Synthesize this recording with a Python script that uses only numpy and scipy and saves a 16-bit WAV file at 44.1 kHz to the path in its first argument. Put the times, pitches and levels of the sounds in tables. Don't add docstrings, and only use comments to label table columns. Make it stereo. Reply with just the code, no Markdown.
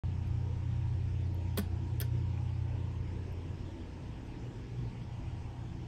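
import sys
import numpy as np
from scipy import signal
from scipy.fft import rfft, irfft
from scipy.io import wavfile
from scipy.ndimage import uniform_filter1d

SR = 44100
rng = np.random.default_rng(int(sys.argv[2]) if len(sys.argv) > 2 else 0)


def materialize(psi):
    bounded = np.clip(np.atleast_2d(psi).T, -1, 1)
    quanta = np.round(bounded * 32767).astype(np.int16)
    wavfile.write(sys.argv[1], SR, quanta)


N = 258867

# frequency in Hz, left-right correlation.
LIKENESS = [(30, .97), (60, .98), (130, .92), (290, .65), (640, .1), (1400, -.1), (3100, .25), (6800, .05),
            (15000, .2)]


def gain_of(db):
    return 10 ** (np.asarray(db) / 20)


def evened(x):
    return x / np.sqrt(np.mean(x ** 2) + 1e-20)


def read(points, hz):
    f, value = np.transpose(points)
    return np.interp(np.log(hz + 1), np.log(f + 1), value)


def curve(rows):
    s, *columns = np.transpose(rows)
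    return [np.interp(np.arange(N) / SR, s, c) for c in columns]


def add(mix, s, sound):
    part = mix[:, round(s * SR):][:, :sound.shape[1]]
    part += sound[:, :part.shape[1]]


def sides(lean_db):
    return gain_of([[lean_db / 2], [-lean_db / 2]])


def bump(hz, centre_hz, octaves):
    return np.exp(-(np.log2(hz / centre_hz) / octaves) ** 2)


def button():
    # frequency in Hz, relative level in dB, 60 dB decay time in seconds.
    panel = [(1117, -17.5, 0.041), (1270, -20, 0.029), (1500, -15.5, 0.034), (1764, -15.5, 0.055),
             (2020, -12, 0.03), (2870, -24, 0.0069), (3106, -18, 0.045), (3306, -17.5, 0.055),
             (3565, -16, 0.044), (4100, -27, 0.049), (4700, -22, 0.12), (5150, -22, 0.046),
             (5950, -25.5, 0.088), (9560, -14, 0.021), (11140, -21, 0.022), (11600, -10.5, 0.0074),
             (12800, -15, 0.011), (14700, -15.5, .008)]
    # start in seconds, blow in dB,
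    # weight given to low modes in dB per octave, Hz of the modes nearest the contact, rattle in dB.
    contacts = [(1.571, -55, -2, 14000, -43), (1.5747, -40, -2.5, 15000, -44), (1.575, -28, 6, 3670, -32),
                (1.578, -50, -3, 15200, -51), (1.5807, -39, 13, 11160, -47), (1.583, -49, -3, 9100, -32),
                (1.585, -40, -5.5, 15200, -41.5), (1.588, -34.5, 10, 1450, -54),
                (1.592, -39, 9, 11600, -37), (1.5955, -53, -4, 15200, -40),
                (2.0014, -42, -6.5, 11400, -40.5), (2.002, -43.5, -2.5, 3380, -56),
                (2.0064, -46, -5, 3100, -46), (2.0097, -51, -3, 4600, -48), (2.0125, -48, -4, 13300, -38.5),
                (2.0137, -41, -3, 5700, -34.5), (2.013, -53, -3, 12000, -42), (2.017, -43.5, 8, 1720, -53),
                (2.024, -42, 1, 1580, -55)]
    # frequency in Hz, relative spectral level in dB.
    rattle_colour = [(400, -50), (1100, -5), (2000, -3), (4000, -4), (7000, -11), (9000, -5.5), (10100, -1),
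                     (11800, 2), (13700, -7), (15200, 0.5), (16500, -20)]
    # frequency in Hz, left minus right in dB.
    port_lean = [(60, -2), (110, 6), (200, 7), (380, 1), (700, 1), (1290, -1), (2380, 1.5), (4400, 5),
                 (8120, 1.5), (15000, -0.5)]
    # frequency in Hz, phase in radians by which the left leads.
    port_phase = [(0, 0), (3000, 1.0), (7750, 1.4), (15500, -12.5), (22050, -24)]
    rattle_t60, rattle_near_db = 0.023, 6.5
    early = 100

    out, t = np.zeros((2, N)), np.arange(6000) / SR
    hz, db, t60 = np.transpose(panel)[:, :, None]
    bins = np.fft.rfftfreq(len(t), 1 / SR)
    phase = np.interp(bins, *np.transpose(port_phase))
    to_left = np.exp(1j * phase) * gain_of(read(port_lean, bins))
    for s, blow_db, weight_db, near_hz, rattle_db in contacts:
        detune, spread = rng.standard_normal((2, len(panel), 1))
        level_db = blow_db + db + 11.0 * bump(hz, near_hz, octaves=0.31)
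        level_db = level_db + 2.0 * spread - weight_db * np.log2(hz / 2000)
        off_hz = hz * (1 + .012 * detune)
        modes = gain_of(level_db - 60 * t / t60) * np.sin(2 * np.pi * off_hz * t)
        ring = modes.sum(0)

        colour_db = read(rattle_colour, bins) + rattle_near_db * bump(bins + 1, near_hz, octaves=0.17)
        white = rfft(rng.standard_normal(len(t)))
        rattle = evened(irfft(white * gain_of(colour_db)))
        grain_db = 3 * evened(uniform_filter1d(rng.standard_normal(len(t)), size=30))
        rattle = rattle * gain_of(grain_db) * gain_of(rattle_db - 60 * t / rattle_t60)

        right = (ring + rattle) * (1 - np.exp(-t / .0002))
        left = irfft(rfft(right) * to_left)
        add(out, s - early / SR, np.roll([left, right], shift=early, axis=1))
    return out


def wall_box():
    # frequency in Hz, relative level in dB,
    # 60 dB decay time in seconds, rise time in seconds, lateness in seconds.
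    box = [(198, 17, 0.081, 0.015, 0.009), (299, -5.5, 0.11, 0.0025, 0.0011),
           (343, -12, 0.11, 0.004, 0.0042), (413, 0.5, 0.1, 0.0023, 0.00049), (554, 2, 0.027, .001, 0.0002),
           (672, -7.5, 0.11, 0.0054, 0.00322)]
    # start in seconds, level in dB, extra dB of the deepest mode.
    pushes = [(1.5745, -30.5, -0.5), (2.001, -47.5, -28), (2.013, -45, -27)]
    out, t = np.zeros((2, N)), np.arange(8000) / SR
    hz, db, t60, rise, late = np.transpose(box)[:, :, None]
    t = np.maximum(t - late, 0)
    swell = gain_of(db - 60 * t / t60) * (1 - np.exp(-t / rise))
    modes = swell * np.sin(2 * np.pi * hz * t)
    for s, push_db, deep_db in pushes:
        knock = gain_of(deep_db) * modes[0] + modes[1:].sum(0)
        add(out, s, sides(1.5) * gain_of(push_db) * knock)
    return out


def hand():
    # start in seconds, level in dB, frequency in Hz,
    # 60 dB decay time in seconds, left minus right in dB.
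    ticks = [(0.2735, -54, 11500, .0055, 0), (1.3452, -46, 11800, .0055, -5),
             (3.3245, -53, 11900, .0055, -4), (2.375, -42, 1500, .012, 1), (2.3755, -44, 2000, .012, 0),
             (2.3762, -45, 2450, .022, -2)]
    out, t = np.zeros((2, N)), np.arange(1500) / SR
    for s, db, hz, t60, lean_db in ticks:
        envelope = gain_of(db - 60 * t / t60) * (1 - np.exp(-t * hz / 3.5))
        add(out, s, sides(lean_db) * envelope * np.sin(2 * np.pi * hz * t))
    return out


def lobby(x):
    # frequency in Hz, 60 dB decay time in seconds.
    echo_decay = [(200, .22), (1000, .2), (5000, .26), (8000, .2), (11500, .11), (15000, .08)]
    taps = np.zeros((2, SR // 2))
    at = np.arange(200, SR // 2 - 20, 20)
    at = at + rng.integers(0, 20, (2, len(at)))
    np.put_along_axis(taps, at, rng.choice([-1., 1.], at.shape), 1)
    hz, t, z = signal.stft(taps, SR, nperseg=256)
    decay = gain_of(-60 * t / read(echo_decay, hz)[:, None])
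    tail = signal.istft(z * decay, SR, nperseg=256)[1]
    return signal.fftconvolve(x, tail / np.linalg.norm(tail[0]), axes=1)[:, :N]


def hum():
    tone_hz = (87.86, 119.5)
    # time in seconds, lower tone in dB, upper tone in dB.
    tone_levels = [(0.05, -36.5, -38), (2.45, -36.5, -38.5), (2.8, -39.5, -39), (3.45, -42, -49.5),
                   (3.9, -48.5, -69), (4.2, -70, -50), (4.7, -77, -44.5), (5.2, -47, -45),
                   (5.86, -49.5, -48)]
    out, t = np.zeros((2, N)), np.arange(N) / SR
    coarse = t[::64]
    rates = np.geomspace(.5, 8, num=24)[:, None]
    for hz, db, lean_db, waver in zip(tone_hz, curve(tone_levels), (.3, 3.), (.1, .25)):
        phases = rng.random((2, 24, 1))
        slow = [evened(np.sin(2 * np.pi * (rates * coarse + p)).sum(0)) for p in phases]
        a, b = (np.interp(t, coarse, x) for x in slow)
        turn = 2 * np.pi * hz * t + [[0], [.25]]
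        tone = (1 + waver * a) * np.sin(turn) + waver * b * np.cos(turn)
        out += sides(lean_db) * gain_of(db) * evened(tone)
    return out


def diffuse(spectrum, size, patchy_db):
    # frequency in Hz, left minus right in dB.
    noise_lean = [(60, .5), (130, 1.5), (400, .8), (2400, 1), (4400, 4), (8000, 4), (12000, 0)]
    frames, hz = 4 * N // size + 5, np.fft.rfftfreq(size, 1 / SR)
    a, b, c, d, patches = rng.standard_normal((frames, len(hz), 5)).T
    patches = uniform_filter1d(patches, size=14, axis=0)
    patches = evened(uniform_filter1d(patches, size=10, axis=1))
    same = np.clip(read(LIKENESS, hz), -1, 1)[:, None]
    left, other = a + 1j * b, c + 1j * d
    z = np.array([left, same * left + np.sqrt(1 - same ** 2) * other])
    half_lean_db = read(noise_lean, hz)[:, None] / 2
    level_db = read(spectrum, hz)[:, None] + patchy_db * patches
    z *= gain_of(level_db + np.array([half_lean_db, -half_lean_db]))
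    out = signal.istft(z, nperseg=size, noverlap=3 * size // 4)[1][:, :N]
    return out / np.std(out.mean(0))


def narrow(hz, width_hz):
    bins = np.fft.fftfreq(N, 1 / SR)
    white = rng.standard_normal(N) + 1j * rng.standard_normal(N)
    slow = np.fft.ifft(white * np.exp(-(bins / width_hz) ** 2))
    slow = 6 / width_hz + slow / np.sqrt(np.mean(abs(slow) ** 2))
    return evened((slow * np.exp(2j * np.pi * hz * np.arange(N) / SR)).real)


def ventilation():
    # time in seconds, share of the way from the panel.
    walk = [(0, 0), (2.5, 0.12), (3.7, 1), (5.87, 0.27)]
    # frequency in Hz, relative spectral level in dB.
    rumble = [(25, -16), (35, -27.5), (50, -14.5), (75, -20.5), (105, -16.5), (140, -20), (200, -29),
              (300, -27.5), (450, -33.5), (660, -39.5), (850, -36.5), (1050, -41), (1300, -47.5),
              (1800, -49), (3000, -57.5), (4500, -120)]
    # near the panel in dB, away from it in dB.
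    rumble_near_db, rumble_far_db = (-43.5, -42)
    # frequency in Hz, relative spectral level in dB.
    air = [(760, -30), (1300, -5), (1620, -5), (2520, -2), (3240, -5), (4200, -12), (5260, -9), (6000, -13),
           (7200, -16), (8700, -20), (10200, -42), (11200, -29), (12600, -31), (13400, -58), (14900, -48),
           (15600, -70)]
    # frequency in Hz, width in Hz, dB near the panel, dB away from it.
    fan_tones = [(59, 8, -49, -54), (177, 3, -54, -62), (253, 10, -64, -58), (328, 22, -60, -61),
                 (905, 9, -70, -72), (945, 6, -67, -70), (812, 5, -74, -75), (1675, 5, -81, -78),
                 (4290, 6, -83, -86)]
    away, = curve(walk)
    rumble_db = rumble_near_db + away * (rumble_far_db - rumble_near_db)
    out = gain_of(rumble_db) * diffuse(rumble, size=4096, patchy_db=2.5)
    out += gain_of(-64) * diffuse(air, size=1024, patchy_db=1.9)
    for hz, width_hz, near_db, far_db in fan_tones:
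        one, other = narrow(hz, width_hz), narrow(hz, width_hz)
        same = np.clip(read(LIKENESS, hz), -1, 1)
        pair = np.array([one, same * one + np.sqrt(1 - same ** 2) * other])
        out += gain_of(near_db + away * (far_db - near_db)) * pair
    return out


def scene():
    close = button() + wall_box() + hand()
    echoes = gain_of(-12.5) * lobby(close)
    return close + echoes + hum() + ventilation()


def record(dry):
    mic_low_hz, start_s, edge_hz = 24.8, .0362, 16200
    bass_cut = signal.butter(2, mic_low_hz, "high", fs=SR, output="sos")
    heard = signal.sosfilt(bass_cut, dry)
    opened = heard * np.clip((np.arange(N) / SR - start_s) / .0002, 0, 1)
    band = signal.firwin(511, edge_hz, window=("kaiser", 9), fs=SR)
    return signal.oaconvolve(opened, band[None], "same")


dry = scene()
out = record(dry)
materialize(out)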